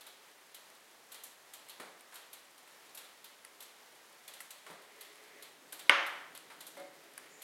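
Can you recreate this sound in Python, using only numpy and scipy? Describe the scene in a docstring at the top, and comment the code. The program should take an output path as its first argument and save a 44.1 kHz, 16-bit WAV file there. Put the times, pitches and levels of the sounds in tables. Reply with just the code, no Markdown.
"""Burning logs crackle in a closed fireplace in a quiet, live room: resin pockets burst in spits of tiny
fractures, heard mostly by way of the walls. Sharp snaps ring the firebox, one of them very loud,
and a few dull knocks sound from the fire. Underneath, embers tick, the flames rush softly and flare
into a low roar, the draught swells in the flue, and gas sizzles briefly from a log."""
import sys
import numpy as np
from scipy import signal
from scipy.fft import rfft, irfft
from scipy.io import wavfile
from scipy.ndimage import uniform_filter1d

SR = 44100
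rng = np.random.default_rng(int(sys.argv[2]) if len(sys.argv) > 2 else 0)


def unload_wav(signal):
    """Save mono or channel-first audio to the path in sys.argv[1] as 16-bit WAV at rate SR, clipped to [-1, 1]."""
    wavfile.write(
        sys.argv[1],
        SR,
        np.round(np.clip(np.atleast_2d(signal).T, -1, 1) * 32767).astype(np.int16),
    )


N = 327663
TIME = np.arange(N) / SR
AGE = np.arange(SR) / SR  # seconds since a hit


def undb(db):
    """Decibels to gain."""
    return 10 ** (np.asarray(db) / 20)


def on_log_axis(points, hz):
    """Read a curve of (freq_hz, value) points at any frequency."""
    freq_hz, value = np.transpose(points)
    return np.interp(np.log(hz + 1), np.log(freq_hz), value)


def colour(x, spectrum):
    """EQ x with a spectrum; rms 1."""
    gain = undb(on_log_axis(spectrum, np.fft.rfftfreq(len(x), 1 / SR)))
    shaped = irfft(rfft(x) * gain, len(x))
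    return shaped / np.std(shaped)


def noise(spectrum, size=SR):
    """Coloured noise, rms 1."""
    return colour(rng.standard_normal(size), spectrum)


def resonate(x, hz, width_hz):
    """One resonance, gain 1 at the centre."""
    return signal.lfilter(*signal.iirpeak(hz, hz / width_hz, fs=SR), x)


def high_pass(x, hz, order):
    """Roll off the lows."""
    return signal.sosfilt(signal.butter(order, hz, "high", fs=SR, output="sos"), x)


def fade(t60_s, rise_s):
    """Fast attack, exponential decay."""
    return (1 - np.exp(-AGE / rise_s)) * np.exp(-np.log(1000) * AGE / t60_s)


def swell(peak_s, db, rise_s, fall_s):
    """Gain of a flow that builds and ebbs: a bell with its own width on each side."""
    since = TIME - peak_s
    return undb(db) * np.exp(-(since / np.where(since < 0, rise_s, fall_s)) ** 2)


def flutter(rate_hz):
    """Random sample-and-hold, smoothed twice; spread near 1."""
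    hold = int(SR / rate_hz)
    steps = np.repeat(rng.standard_normal(N // hold + 1), hold)
    return uniform_filter1d(uniform_filter1d(steps, hold), hold)[:N] * np.sqrt(2)


def attack_level(x, db, samples):
    """Scale x so that its first samples have an rms of db."""
    return x * undb(db) / np.sqrt(np.mean(x[:samples] ** 2))


def ring(modes, rise_s, pitch=1, length=1, scatter_cycles=0.2):
    """Damped modes struck together; each hit lands elsewhere and scatters their phases."""
    out = np.zeros(SR)
    for hz, db, t60_s in modes:
        cycles = pitch * hz * (AGE - rise_s) + scatter_cycles * rng.standard_normal()
        out += undb(db) * fade(t60_s * length, rise_s) * np.cos(2 * np.pi * cycles)
    return high_pass(out, hz=338, order=2)  # small surfaces radiate little bass


def add(out, start_s, x):
    """Mix x in at start_s."""
    i = max(0, int(start_s * SR))
    out[i:i + len(x)] += x[:max(0, N - i)]


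# Reverb time of the room: freq_hz, t60_s
ROOM_DECAY = [(150, 0.4), (600, 0.84), (2500, 0.73), (5000, 0.67), (9000, 0.47), (15000, 0.28)]
def room_tail(send, rise_s):
    """Shape steady noise into the room's diffuse tail: it builds up, and the highs die first."""
    hz, age_s, bands = signal.stft(send, SR, nperseg=768)
    bands = bands * np.exp(-np.log(1000) * age_s / on_log_axis(ROOM_DECAY, hz)[:, None])
    return signal.istft(bands, SR)[1][:SR] * (1 - np.exp(-AGE / rise_s))


# EQ of the flames' airy rush and of their low roar: freq_hz, gain_db
RUSH_EQ = [(25, -27), (80, -22.5), (130, -14), (250, -6.5), (450, -1), (900, -0.5), (1500, -2),
           (1950, -1.5), (2700, -5.5), (5000, -8.5), (9000, -11.5), (12500, -13), (15800, -19)]
ROAR_EQ = [(60, -48), (110, -19), (160, -4), (210, -9.5), (290, 3), (380, 0.5), (600, -1), (1500, -27.5)]
# The one flare-up: peak_s, level_db, rise_s, fall_s
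FLARE_UP = (6, -67.5, 0.55, 2)
def flames(rush_db=-60.5, flutter_db=0.6, calm_roar_db=-81):
    """A soft, even bed of flame; a low roar rises as it flares, then dies back slowly."""
    rush = noise(RUSH_EQ, size=N) * undb(rush_db + flutter_db * flutter(rate_hz=13))
    roar = noise(ROAR_EQ, size=N) * (undb(calm_roar_db) + swell(*FLARE_UP))
    return rush + roar


# Resonances of the flue: pitch_hz, width_hz, gain_db
FLUE_RESONANCES = [(430, 21, 3), (551, 31, -2), (1980, 360, -3.5)]
# Gusts up the flue: peak_s, level_db, rise_s, fall_s
DRAUGHT_GUSTS = [(5.07, -63.5, 0.26, 0.18), (5.37, -60, 0.11, 0.13), (7.35, -66, 0.46, .3)]
def draught(steady_db=-80, flutter_db=0.68):
    """Moving air hums at the flue's resonances and swells with each gust."""
    air = rng.standard_normal(N)
    flow = undb(steady_db) + sum(swell(*gust) for gust in DRAUGHT_GUSTS)
    hum = sum(undb(db) * resonate(air, hz, width_hz) for hz, width_hz, db in FLUE_RESONANCES)
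    return hum / np.std(hum) * flow * undb(flutter_db * flutter(rate_hz=20))


# EQ of the thin, high sizzle: freq_hz, gain_db
SIZZLE_EQ = [(5000, -25), (6600, -5), (7050, 5), (7600, -9), (11000, -27)]
# The one puff of gas: peak_s, level_db, rise_s, fall_s
GAS_PUFF = (7.35, -63.5, .04, .06)
def gas_jet(flutter_db=2.8):
    """Gas escapes from a log in a short, sputtering sizzle."""
    return noise(SIZZLE_EQ, size=N) * swell(*GAS_PUFF) * undb(flutter_db * flutter(rate_hz=48.4))


# EQ of a bright click (also in snaps) and of woody body (also in crackles): freq_hz, gain_db
CLICK_EQ = [(1500, -16.5), (3500, -12), (4700, 5), (5700, -5), (7000, -2), (8400, 7.5), (10300, 8),
            (12000, 3.5), (15800, -19)]
WOOD_EQ = [(150, -28.5), (520, -2.5), (1400, -2.5), (2650, -3), (3200, 0.5), (4200, 0.5), (5000, -9),
           (8000, -19.5)]
def embers(ticks_per_s=22, level_db=-73, spread_db=1.0):
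    """A texture of faint ticks at random moments, each with a short woody smear."""
    strengths = undb(-spread_db * np.clip(rng.standard_normal(N), -2, 2))
    triggers = (rng.random(N) < ticks_per_s / SR) * strengths
    click = noise(CLICK_EQ) * fade(0.019, rise_s=0.00018)
    smear = 0.5 * noise(WOOD_EQ) * fade(0.15, rise_s=0.00073)
    ticks = signal.fftconvolve(triggers, click + smear)[:N]
    return undb(level_db) * ticks / np.std(ticks)


# EQ of a dull thud: freq_hz, gain_db
THUD_EQ = [(60, -40), (115, -33), (165, 4.5), (220, 0.5), (300, -0.5), (430, 3.5), (650, -0.5), (900, 1),
           (2100, -2.5), (2800, -9.5), (4000, -8.5), (5800, -19), (9000, -13), (15800, -25)]
# Long ring of the firebox's metal panels (also in snaps): pitch_hz, gain_db, t60_s
PANEL_MODES = [(286, -12, 0.39), (323, -14, 0.86), (557, 0, 0.45), (588, -10, 0.67), (740, -8, 0.55),
               (848, -15.5, 0.64), (1200, -27, 0.34), (1333, -18, 0.54), (2080, -19, 0.3),
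               (2143, -13.5, 0.44)]
# Knock cues: start_s, thud_db, panel_db, low_cut_hz
KNOCK_CUES = [(1.798, -49, -59, 105), (2.124, -55, -74, 900), (4.664, -51.5, -76, 400),
              (4.699, -54.5, -63, 90), (6.502, -53.5, -76, 756), (6.768, -56.5, -45, 220),
              (6.795, -57.5, -49, 242)]
def knocks(room_db=1.0):
    """Soft, dull hits, as of wood settling; big pieces reach lower, and some set the panels ringing."""
    out = np.zeros(N)
    for start_s, thud_db, panel_db, low_cut_hz in KNOCK_CUES:
        direct = noise(THUD_EQ) * fade(0.15, rise_s=0.00033)
        tail = undb(room_db) * room_tail(noise(THUD_EQ), rise_s=0.00059)
        thud = undb(thud_db) * high_pass(direct + tail, low_cut_hz, order=3)
        panels = undb(panel_db) * ring(PANEL_MODES, rise_s=0.00606)
        add(out, start_s, thud + panels)
    return out


# Short ring of the firebox: pitch_hz, gain_db, t60_s
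FIREBOX_MODES = [(302, -17.5, 0.015), (523, -16.5, 0.018), (993, -13, 0.028), (1220, -15, 0.034),
                 (1510, -6.5, 0.032), (1990, -11, 0.025), (2200, 2.5, .017), (2360, -6.5, 0.014),
                 (2850, -0.5, 0.012), (3190, 1.5, 0.0078), (3720, -6, .007), (4800, -11.5, 0.01),
                 (6230, -22, 0.011), (8400, -27, 0.026), (9900, -9, 0.0042)]
# EQ of that ring's boom in the room: freq_hz, gain_db
BOOM_EQ = [(40, -56), (110, -44), (220, -24), (340, -12), (440, -13.5), (560, -8), (750, -6.5), (1200, 0),
           (2200, 1), (2550, -4.5), (3100, -3.5), (4200, -17), (6500, -22), (7500, -35), (15800, -53)]
# Snap cues: start_s, click_db, ring_db, ring_pitch_ratio, ring_length_ratio
SNAP_CUES = [(.701, -59.5, -69, 1, 1), (1.687, -53, -59, 1, 1), (2.0085, -55.5, -62, 1, 1),
             (3.449, -48, -52.5, 0.88, .7), (4.4042, -48.5, -47, 0.9, 1.2), (5.1565, -60, -63.5, 1, 1),
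             (5.729, -53, -48, 0.7, 1), (5.895, -34, -11.5, .99, 1.15), (6.376, -46.5, -53.5, .93, 1.3),
             (6.8, -58, -63, 1, 1.05), (7.136, -58.5, -74, .93, 1), (7.178, -43, -47.5, 0.73, 1)]
def snaps(boom_send_db=-13.5, click_send_db=-20, panel_send_db=-23):
    """A sudden crack arrives directly: a click, the short ring of the firebox, then panels and room."""
    out = np.zeros(N)
    for start_s, click_db, ring_db, pitch, length in SNAP_CUES:
        click = noise(CLICK_EQ) * fade(0.016, rise_s=0.000124)
        click = attack_level(click, click_db, samples=176)
        box = ring(FIREBOX_MODES, rise_s=0.0012, pitch=pitch, length=length)
        box = attack_level(box, ring_db, samples=176)
        panels = undb(ring_db + panel_send_db) * ring(PANEL_MODES, rise_s=0.0025)
        send = undb(ring_db + boom_send_db) * noise(BOOM_EQ)
        send += undb(click_db + click_send_db) * noise(CLICK_EQ)
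        add(out, start_s, click + box + panels + room_tail(send, rise_s=0.00056))
    return out


# EQ of the crisp resin spit: freq_hz, gain_db
SPIT_EQ = [(3000, -34), (5600, -6.5), (7700, 0), (9500, -0.5), (11800, 2), (13500, -2), (15800, -13)]
def crackle(spit_db, body_db, pitch_hz, grain_db=4.5, spit_send_db=-5.5, body_send_db=-1.0):
    """A resin pocket bursts in a pitched spit of tiny fractures; wood adds body and the room answers."""
    t60_s = 0.064 * 1.05 ** (spit_db + 51)  # 5 % longer per dB above a typical -51 dB spit
    fractures = rng.standard_normal(SR) * undb(grain_db * rng.standard_normal(SR))
    pocket = 0.73 * resonate(fractures, pitch_hz, width_hz=2800)
    spit = colour(fractures + pocket, SPIT_EQ) * fade(t60_s, rise_s=0.0016)
    spit = attack_level(spit, spit_db, samples=530)
    body = high_pass(noise(WOOD_EQ), hz=2300, order=1) * fade(0.085, rise_s=0.00093)
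    body = attack_level(body, body_db, samples=530)
    send = undb(spit_db + spit_send_db) * noise(SPIT_EQ)
    send += undb(body_db + body_send_db) * noise(WOOD_EQ)
    return spit + body + room_tail(send, rise_s=0.0033)


# Foreground crackle cues: start_s, spit_db, body_db, pitch_hz
CRACKLE_CUES = [(.008, -58, -58.5, 11300), (.065, -55, -55.5, 10500), (.544, -52.5, -56.5, 11700),
                (1.118, -51.5, -57, 12000), (1.143, -55, -55.5, 8300), (1.235, -48, -58.5, 11100),
                (1.535, -51, -56, 7700), (1.695, -53, -54, 11700), (1.799, -60, -66, 9000),
                (2.141, -54.5, -63, 11300), (2.155, -53.5, -55.5, 9000), (2.329, -51, -56.5, 11700),
                (2.578, -63, -65, 9000), (2.947, -51.5, -60, 11100), (2.973, -50, -53, 11900),
                (3.242, -54.5, -56, 11200), (3.604, -52.5, -55, 12000), (3.624, -54, -67, 11300),
                (4.277, -51.5, -54, 8100), (4.336, -54.5, -56.5, 9700), (4.404, -51, -63, 11500),
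                (4.505, -50.5, -55, 7800), (5.008, -51.5, -54, 11900), (5.423, -53, -55, 11100),
                (5.723, -46.5, -53, 11700), (5.792, -52.5, -53.5, 8100), (6.064, -52.5, -55, 12000),
                (6.349, -53, -55.5, 11300), (6.605, -52, -54.5, 8400), (6.666, -50.5, -59, 11200),
                (7.418, -51.5, -56, 11900)]
def crackles(faint_per_s=1.5, faint_db=-66.5, spread_db=1.5):
    """Resin bursts in the logs: clear crackles on cue, faint ones scattered at random."""
    out = np.zeros(N)
    for start_s, spit_db, body_db, pitch_hz in CRACKLE_CUES:
        add(out, start_s, crackle(spit_db, body_db, pitch_hz))
    for when, strength in rng.random((int(faint_per_s * N / SR), 2)):
        level_db = faint_db + spread_db * (2 * strength - 1)
        add(out, when * N / SR, crackle(level_db, level_db, pitch_hz=8800))
    return out


def scene():
    """The whole fire, mixed to mono."""
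    return (crackles() + snaps() + knocks() + embers() + flames() + draught() + gas_jet())[None]


def record(dry, high_cut_hz=15900):
    """A steep high cut takes the very top off the mix."""
    return signal.sosfilt(signal.ellip(10, .1, 70, high_cut_hz, fs=SR, output="sos"), dry)


dry = scene()
out = record(dry)
unload_wav(out)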